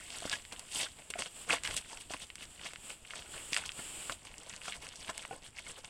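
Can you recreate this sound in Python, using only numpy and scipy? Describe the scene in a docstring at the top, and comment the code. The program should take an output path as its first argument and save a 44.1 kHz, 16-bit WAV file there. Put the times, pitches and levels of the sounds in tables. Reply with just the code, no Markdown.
"""Two yoked bullocks and their driver on a gravelly dirt track, a few paces in front of the microphone.
From the start a smooth hiss comes and goes over a faint outdoor floor, and light air rumbles on the mic.
Each footfall pushes soil, grinds grit and sprays sand; pebbles tick, stones snap, hoof or yoke knocks.
Near 1.7 s a gust meets the sharpest snap; at 3.5 s several stones give way in a cluster.
The hiss is strongest around 4 s, and the walk goes on in lighter scuffs to the end."""
import sys
import numpy as np
from scipy import signal
from scipy.fft import rfft, irfft
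from scipy.io import wavfile

SR = 44100
rng = np.random.default_rng(int(sys.argv[2]) if len(sys.argv) > 2 else 0)


def log_audio(samples):
    """Write samples as a 16-bit WAV file to the path given in sys.argv[1]."""
    # one column per channel
    frames = np.atleast_2d(samples).T
    # limit to full scale, then quantise
    limited = np.clip(frames, -1, 1)
    pcm = np.round(limited * 32767).astype(np.int16)
    wavfile.write(sys.argv[1], SR, pcm)


N = 259749
TIME = np.arange(N) / SR

# swells of the smooth hiss: (start [s], hold [s], level [dB])
HISS_SWELLS = [(0.0, 0.071, -51.5), (1.372, 0.064, -42.5), (2.507, 0.044, -50), (2.841, 0.093, -43.5),
               (3.317, 0.25, -42), (3.781, 0.348, -39)]
# gusts on the microphone: (time [s], level [dB])
GUSTS = [(.32, -64), (1.73, -51.5)]
# a foot drags; sandiness is dull soil below 0, bright sand above:
# (time of hardest push [s], level [dB], swell time [s], sandiness [dB])
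SCUFFS = [(0.16, -49, 0.11, 2.5), (0.333, -42, 0.03, 2), (0.59, -52, 0.041, -2), (0.767, -43.5, 0.036, 8),
          (0.809, -39, 0.032, 3.5), (1.216, -49, 0.031, 5.5), (1.264, -47, 0.013, 0.5),
          (1.507, -37.5, 0.016, -3.5), (1.535, -31, .018, 0), (1.729, -45.5, 0.046, 1.5),
          (1.922, -49, 0.057, 1), (2.224, -46.5, 0.018, 4.5), (2.422, -49.5, 0.024, 3.5),
          (2.658, -46.5, 0.043, -0.5), (3.17, -47.5, 0.06, -0.5), (4.5, -54, 0.21, -1),
          (4.68, -46, 0.037, 3.5), (4.756, -48, 0.019, 0.5), (5.02, -53.5, 0.1, 3), (5.098, -41, 0.012, -2),
          (5.208, -51.5, 0.097, 0), (5.462, -51.5, .02, 4), (5.589, -49, .02, -1), (5.693, -47.5, .03, 2),
          (5.784, -50, 0.02, 0)]
# a foot comes down and settles: (time [s], level [dB], settling time [s], sandiness [dB])
LANDINGS = [(0.256, -46, 0.032, 4), (0.524, -43, 0.013, -1.5), (0.987, -53, 0.037, -6),
            (1.103, -40, 0.0045, 3.5), (1.19, -38, 0.024, -1.5), (1.49, -42.5, .015, -0.5),
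            (1.649, -41.5, .04, 1.5), (1.768, -44, 0.021, 8), (2.004, -50.5, 0.017, 6.5),
            (2.108, -47, 0.047, 4), (2.139, -41, 0.0075, -10.5), (2.898, -45, 0.018, -1),
            (3.338, -49.5, 0.051, -3.5), (3.524, -41.5, 0.023, 1.5), (3.575, -43, 0.059, 2),
            (3.656, -46.5, .014, 8.5), (3.792, -47.5, 0.0073, -10), (4.099, -44, 0.0091, -8.5),
            (4.121, -40, 0.0055, 1), (4.251, -49.5, 0.026, 1.5), (4.824, -47, 0.053, -0.5),
            (5.33, -48, 0.033, -6), (5.841, -53, 0.052, -1)]
# the loudest stones snapping under a hoof: (time [s], peak [dB], centre [Hz], half width [octaves])
STONE_SNAPS = [(0.104, -25, 3680, 0.5), (0.1858, -20, 7050, 0.67), (0.297, -15, 4830, 0.44),
               (0.316, -18.5, 3960, 0.27), (0.3289, -15.5, 2750, 1.06), (0.4515, -30.5, 3080, 0.7),
               (0.522, -33, 1780, 1.2), (0.5948, -18, 6750, 0.84), (0.8142, -19, 4230, 0.4),
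               (1.138, -23.5, 2280, 0.58), (1.1908, -24, 2500, 0.68), (1.222, -19, 2460, 1.3),
               (1.636, -16.5, 4640, 1.2), (1.651, -17.5, 2550, 0.86), (1.6751, -15.5, 2880, 0.94),
               (1.7662, -10.5, 6540, 0.97), (2.137, -22.5, 2880, 0.94), (2.3021, -28.5, 2680, 0.55),
               (2.356, -22, 4470, 1.34), (2.735, -22.5, 2200, 2.5), (2.7593, -28.5, 2670, 0.75),
               (3.107, -27, 2820, 0.42), (3.1358, -32.5, 1470, 0.46), (3.157, -23, 2270, 2.2),
               (3.5321, -11, 3600, .65), (3.5447, -13, 4270, 0.75), (3.5652, -12.5, 2700, 0.83),
               (3.5737, -12.5, 3200, 1.7), (3.5833, -21, 2800, 0.76), (3.6614, -20.5, 5350, 0.34),
               (3.6922, -22, 3120, 0.31), (3.719, -24, 4100, 1), (4.097, -21.5, 1510, 1.1),
               (4.382, -27, 6600, 0.41), (4.4962, -25.5, 6300, 0.18), (4.544, -34, 2280, 1.3),
               (4.5634, -23, 5400, 0.56), (4.723, -24.5, 2620, .4), (4.889, -24.5, 4750, 0.86),
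               (4.958, -27.5, 5550, 0.43), (5.1789, -16, 5400, 1.4), (5.2511, -28.5, 1760, 0.88),
               (5.8463, -26, 3900, 0.78)]
# hollow knocks of hoof or yoke: (time [s], relative level [dB], pitch [Hz], t60 [s])
KNOCKS = [(.223, -46, 700, 0.023), (0.254, -38.5, 595, 0.014), (0.331, -40.5, 1675, 0.091),
          (1.156, -44, 692, 0.034), (1.53, -42, 515, 0.047), (1.93, -49.5, 920, 0.032),
          (2.106, -44, 700, 0.023), (4.096, -43, 1340, 0.016), (4.681, -38.5, 1280, 0.014),
          (5.094, -40, 1054, 0.021), (5.31, -46.5, 768, 0.1), (5.665, -50, 2200, 0.027)]
# modes of a knock: (frequency [x pitch], level [dB], decay time [x t60])
KNOCK_MODES = [(0.6, -5, 1.25), (1, 9.5, 0.75), (1.35, -27, 0.74), (1.9, -2.5, 1), (3.5, 0.5, 0.36)]
# spectra of the hiss, the air on the microphone and the ground: (frequency [Hz], density [dB])
HISS_SPECTRUM = [(100, -10.5), (400, -7), (1000, -7.5), (2100, -7.5), (3200, 2), (4200, -3), (6300, -7.5),
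                 (7200, 5), (10000, -0.5), (14000, 3)]
RUMBLE_SPECTRUM = [(10, -7), (30, -4), (70, -5), (150, -11), (350, -15), (1000, -21.5), (8000, -91)]
SOIL_SPECTRUM = [(50, -35), (150, -4.5), (270, -7.5), (370, -6.5), (490, -2.5), (720, -1), (1100, -3.5),
                 (1800, -12), (4000, -20), (16000, -20)]
GRIT_SPECTRUM = [(100, -27), (700, -8.5), (1600, 2), (2600, 2.5), (4500, 1.5), (8000, -8), (16000, -46.5)]
SAND_SPECTRUM = [(100, -12.5), (1700, -18.5), (3300, 6.5), (5000, -2), (8000, 1.5), (16000, -2.5)]
# colour of the microphone: (frequency [Hz], gain [dB])
MIC_RESPONSE = [(20, 9), (1500, 1.5), (2800, 2), (3900, -6.5), (4900, -3.5), (6300, -6.5), (7300, -3),
                (8100, 2), (9300, -4.5), (11000, -10.5), (12500, -20.5), (16000, -26)]


def from_db(db):
    """Decibels to gain."""
    return 10 ** (np.asarray(db) / 20)


def rms_one(x):
    """Scale to an rms of one."""
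    return x / np.sqrt(np.mean(x ** 2) + 1e-20)


def colour(x, spectrum, size=8192):
    """Causal (minimum-phase) filter that follows a table of (frequency [Hz], gain [dB])."""
    hz, db = np.transpose(spectrum)
    grid = np.maximum(np.fft.rfftfreq(size, 1 / SR), 1)
    gain = from_db(np.interp(np.log(grid), np.log(hz), db))
    cepstrum = irfft(np.log(gain))
    cepstrum[1:size // 2] *= 2
    response = irfft(np.exp(rfft(cepstrum[:size // 2], size)))
    return signal.fftconvolve(x, response)[:N]


def band(x, low_hz, high_hz, order=1):
    """Band-pass."""
    edges = [low_hz, min(high_hz, .45 * SR)]
    return signal.sosfilt(signal.butter(order, edges, "band", fs=SR, output="sos"), x + 1e-18)


def add(track, s, sound):
    """Mix a short sound into the track at time s."""
    start = max(round(s * SR), 0)
    track[start:start + len(sound)] += sound[:N - start]


def swell(start, hold_s, attack_s, release_s):
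    """Envelope that grows to one at start, holds and dies away."""
    return np.exp(-np.maximum((start - TIME) / attack_s, (TIME - start - hold_s) / release_s).clip(0, 20))


def flicker(per_s, depth_db, hop=40):
    """Gain that wanders at random, about per_s times a second."""
    pole = np.exp(-2 * np.pi * hop * per_s / SR)
    noise = rng.standard_normal(N // hop + 1002)
    slow = signal.lfilter([1], [1, -2 * pole, pole * pole], noise)[1000:]
    slow = np.interp(np.arange(N) / hop, np.arange(len(slow)), rms_one(slow))
    return from_db(depth_db * slow.clip(-2, 2))


def hiss(rest_db=-49, fade_db_per_s=1.93):
    """A smooth hiss swells a few times above a slowly sinking bed."""
    rest = from_db(rest_db - fade_db_per_s * TIME)
    swell_power = sum((from_db(db) * swell(s, hold_s, attack_s=0.048, release_s=0.028)) ** 2
                      for s, hold_s, db in HISS_SWELLS)
    strength = np.sqrt(rest ** 2 + swell_power) * flicker(per_s=46, depth_db=0.76)
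    return strength * rms_one(colour(rng.standard_normal(N), HISS_SPECTRUM))


def breeze(steady_db=-68.5, gust_s=0.039):
    """Light air rumbles on the microphone, with brief gusts."""
    gust_power = sum((from_db(db) * swell(s, 0, gust_s, gust_s)) ** 2 for s, db in GUSTS)
    rumble = flicker(per_s=27, depth_db=3.5) * colour(rng.standard_normal(N), RUMBLE_SPECTRUM)
    return np.sqrt(from_db(steady_db) ** 2 + gust_power) * rms_one(rumble)


def foot_pressures(soil_db=-7.5, sand_db=3, usual_step_db=-45, crush_db_per_db=0.2759):
    """Landings bite and settle, scuffs swell and fade; each is shared among soil, grit and sand."""
    steps = [(db, sandy, swell(s, 0, 0.15 * settle_s, settle_s)) for s, db, settle_s, sandy in LANDINGS]
    steps += [(db, sandy, swell(s, 0, swell_s, 0.99 * swell_s)) for s, db, swell_s, sandy in SCUFFS]
    power = np.zeros((3, N))
    for db, sandy, push in steps:
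        grit_db = crush_db_per_db * (db - usual_step_db)  # heavy steps crush disproportionately more
        shares_db = np.array([soil_db - sandy, grit_db, sand_db + sandy])
        power += np.outer(from_db(db + shares_db), push) ** 2
    return np.sqrt(power)


def grains(pressure, spectrum, per_s, spread_db, smooth, clump_db):
    """Tiny uneven fractures over smooth rubbing; a harder push breaks more grains per second."""
    out, edges = 0, np.geomspace(70, 18000, 13)
    chance = (per_s * np.sqrt(pressure / pressure.mean()) + 50) / SR
    for low, high in zip(edges, edges[1:]):
        at = np.flatnonzero(rng.random(N) < chance)
        sizes = from_db(spread_db * np.minimum(rng.exponential(1, N)[at], 3))
        clicks = np.zeros(N)
        rubbing = rng.standard_normal(N)
        # the same energy is shared among more grains when they come faster
        clicks[at] = sizes * np.sign(rubbing[at]) / np.sqrt(chance[at])
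        clumps = flicker(per_s=35.3, depth_db=clump_db)  # each pitch range crumbles in its own clumps
        out = out + band((rms_one(clicks) + smooth * rubbing) * clumps, low, high, order=2)
    return pressure * rms_one(colour(rms_one(out), spectrum))


def footfalls(soil, grit, sand):
    """A dull push of soil, crunching grit and a spray of sand; the foot sticks and slips as it grinds."""
    push = grains(soil, SOIL_SPECTRUM, per_s=500, spread_db=4.5, smooth=0.4, clump_db=3.5)
    crunch = grains(grit, GRIT_SPECTRUM, per_s=500, spread_db=7.5, smooth=1.0, clump_db=8.5)
    spray = grains(sand, SAND_SPECTRUM, per_s=1000, spread_db=8.5, smooth=0.95, clump_db=3.5)
    return (push + crunch + spray) * flicker(per_s=45, depth_db=1.2)


def loose_gravel(pressure, per_s=75, size_db=-45, spread_db=4.5, pitches=12):
    """Small pebbles roll and tick at different pitches, oftener and louder while a foot works the ground."""
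    out, t = np.zeros(N), TIME[:SR // 100]
    stir = np.sqrt(pressure) / np.mean(np.sqrt(pressure))
    for hz in np.geomspace(2100, 8500, pitches):
        at = np.flatnonzero(rng.random(N) < per_s * stir / (pitches * SR))
        sizes = stir[at] * from_db(size_db + spread_db * np.minimum(rng.exponential(1, N)[at], 2.5))
        tick = band(rng.standard_normal(len(t)) * np.exp(-t / .001), hz / 1.4, hz * 1.4, order=2)
        for s, size in zip(TIME[at], sizes):
            add(out, s, size * tick / np.abs(tick).max())
    return out


def stone_snaps(crumble=0.14, crumble_s=0.0026):
    """A stone gives way with one snap and a moment of crumbling, both in its own pitch range."""
    out, t = np.zeros(N), TIME[:SR // 40]
    for s, peak_db, hz, octaves in STONE_SNAPS:
        force = crumble * rng.standard_normal(len(t)) * np.exp(-t / crumble_s)
        force[0] += 2  # the break itself
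        snap = band(force, hz / 2 ** octaves, hz * 2 ** octaves, order=2)
        add(out, s, from_db(peak_db) * snap / np.abs(snap).max())
    return out


def knocks(contact_s=0.00035, grind=0.029, grind_s=0.0085):
    """Blunt blows of hoof or yoke, roughened by grit in the contact, set a few damped modes ringing."""
    out, t = np.zeros(N), TIME[:SR // 4]
    for s, db, hz, t60 in KNOCKS:
        ring = np.zeros(len(t))
        for ratio, mode_db, share in KNOCK_MODES:
            decay = np.exp(-np.log(1000) * t / (t60 * share))
            ring += from_db(mode_db) * decay * np.sin(2 * np.pi * hz * ratio * t)
        force = grind * rng.standard_normal(len(t)) * np.exp(-t / grind_s)
        force[0] += 1  # the blow itself
        rough = signal.fftconvolve(force, ring)[:len(t)] * (1 - np.exp(-t / contact_s))
        add(out, s, from_db(db) * ring.std() * rms_one(rough))
    return out


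def banks(x, t60=0.1, build_s=0.00094, scatter_db=-15):
    """The overgrown banks of the track scatter a short, faint, broadband tail back to the microphone."""
    t = TIME[:SR // 3]
    envelope = np.exp(-np.log(1000) * t / t60) * (1 - np.exp(-t / build_s))
    tail = band(rng.standard_normal(len(t)), 134, 13500) * envelope
    return from_db(scatter_db) * signal.fftconvolve(x, tail / np.linalg.norm(tail))[:N]


def scene():
    """The team is a few paces off and straight ahead, so both channels carry the same sound."""
    soil, grit, sand = foot_pressures()
    walk = footfalls(soil, grit, sand) + loose_gravel(grit + sand) + stone_snaps() + knocks()
    air = hiss() + breeze()
    outdoor_floor = from_db(-66.5) * rng.standard_normal(N)
    return np.tile(walk + banks(walk) + air + outdoor_floor, (2, 1))


def record(dry):
    """The microphone lifts the bass and its port colours the treble; the top is cut at 15.9 kHz."""
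    heard = np.array([colour(channel, MIC_RESPONSE) for channel in dry])
    return signal.sosfilt(signal.ellip(10, .1, 70, 15900, fs=SR, output="sos"), heard)


dry = scene()
out = record(dry)
log_audio(out)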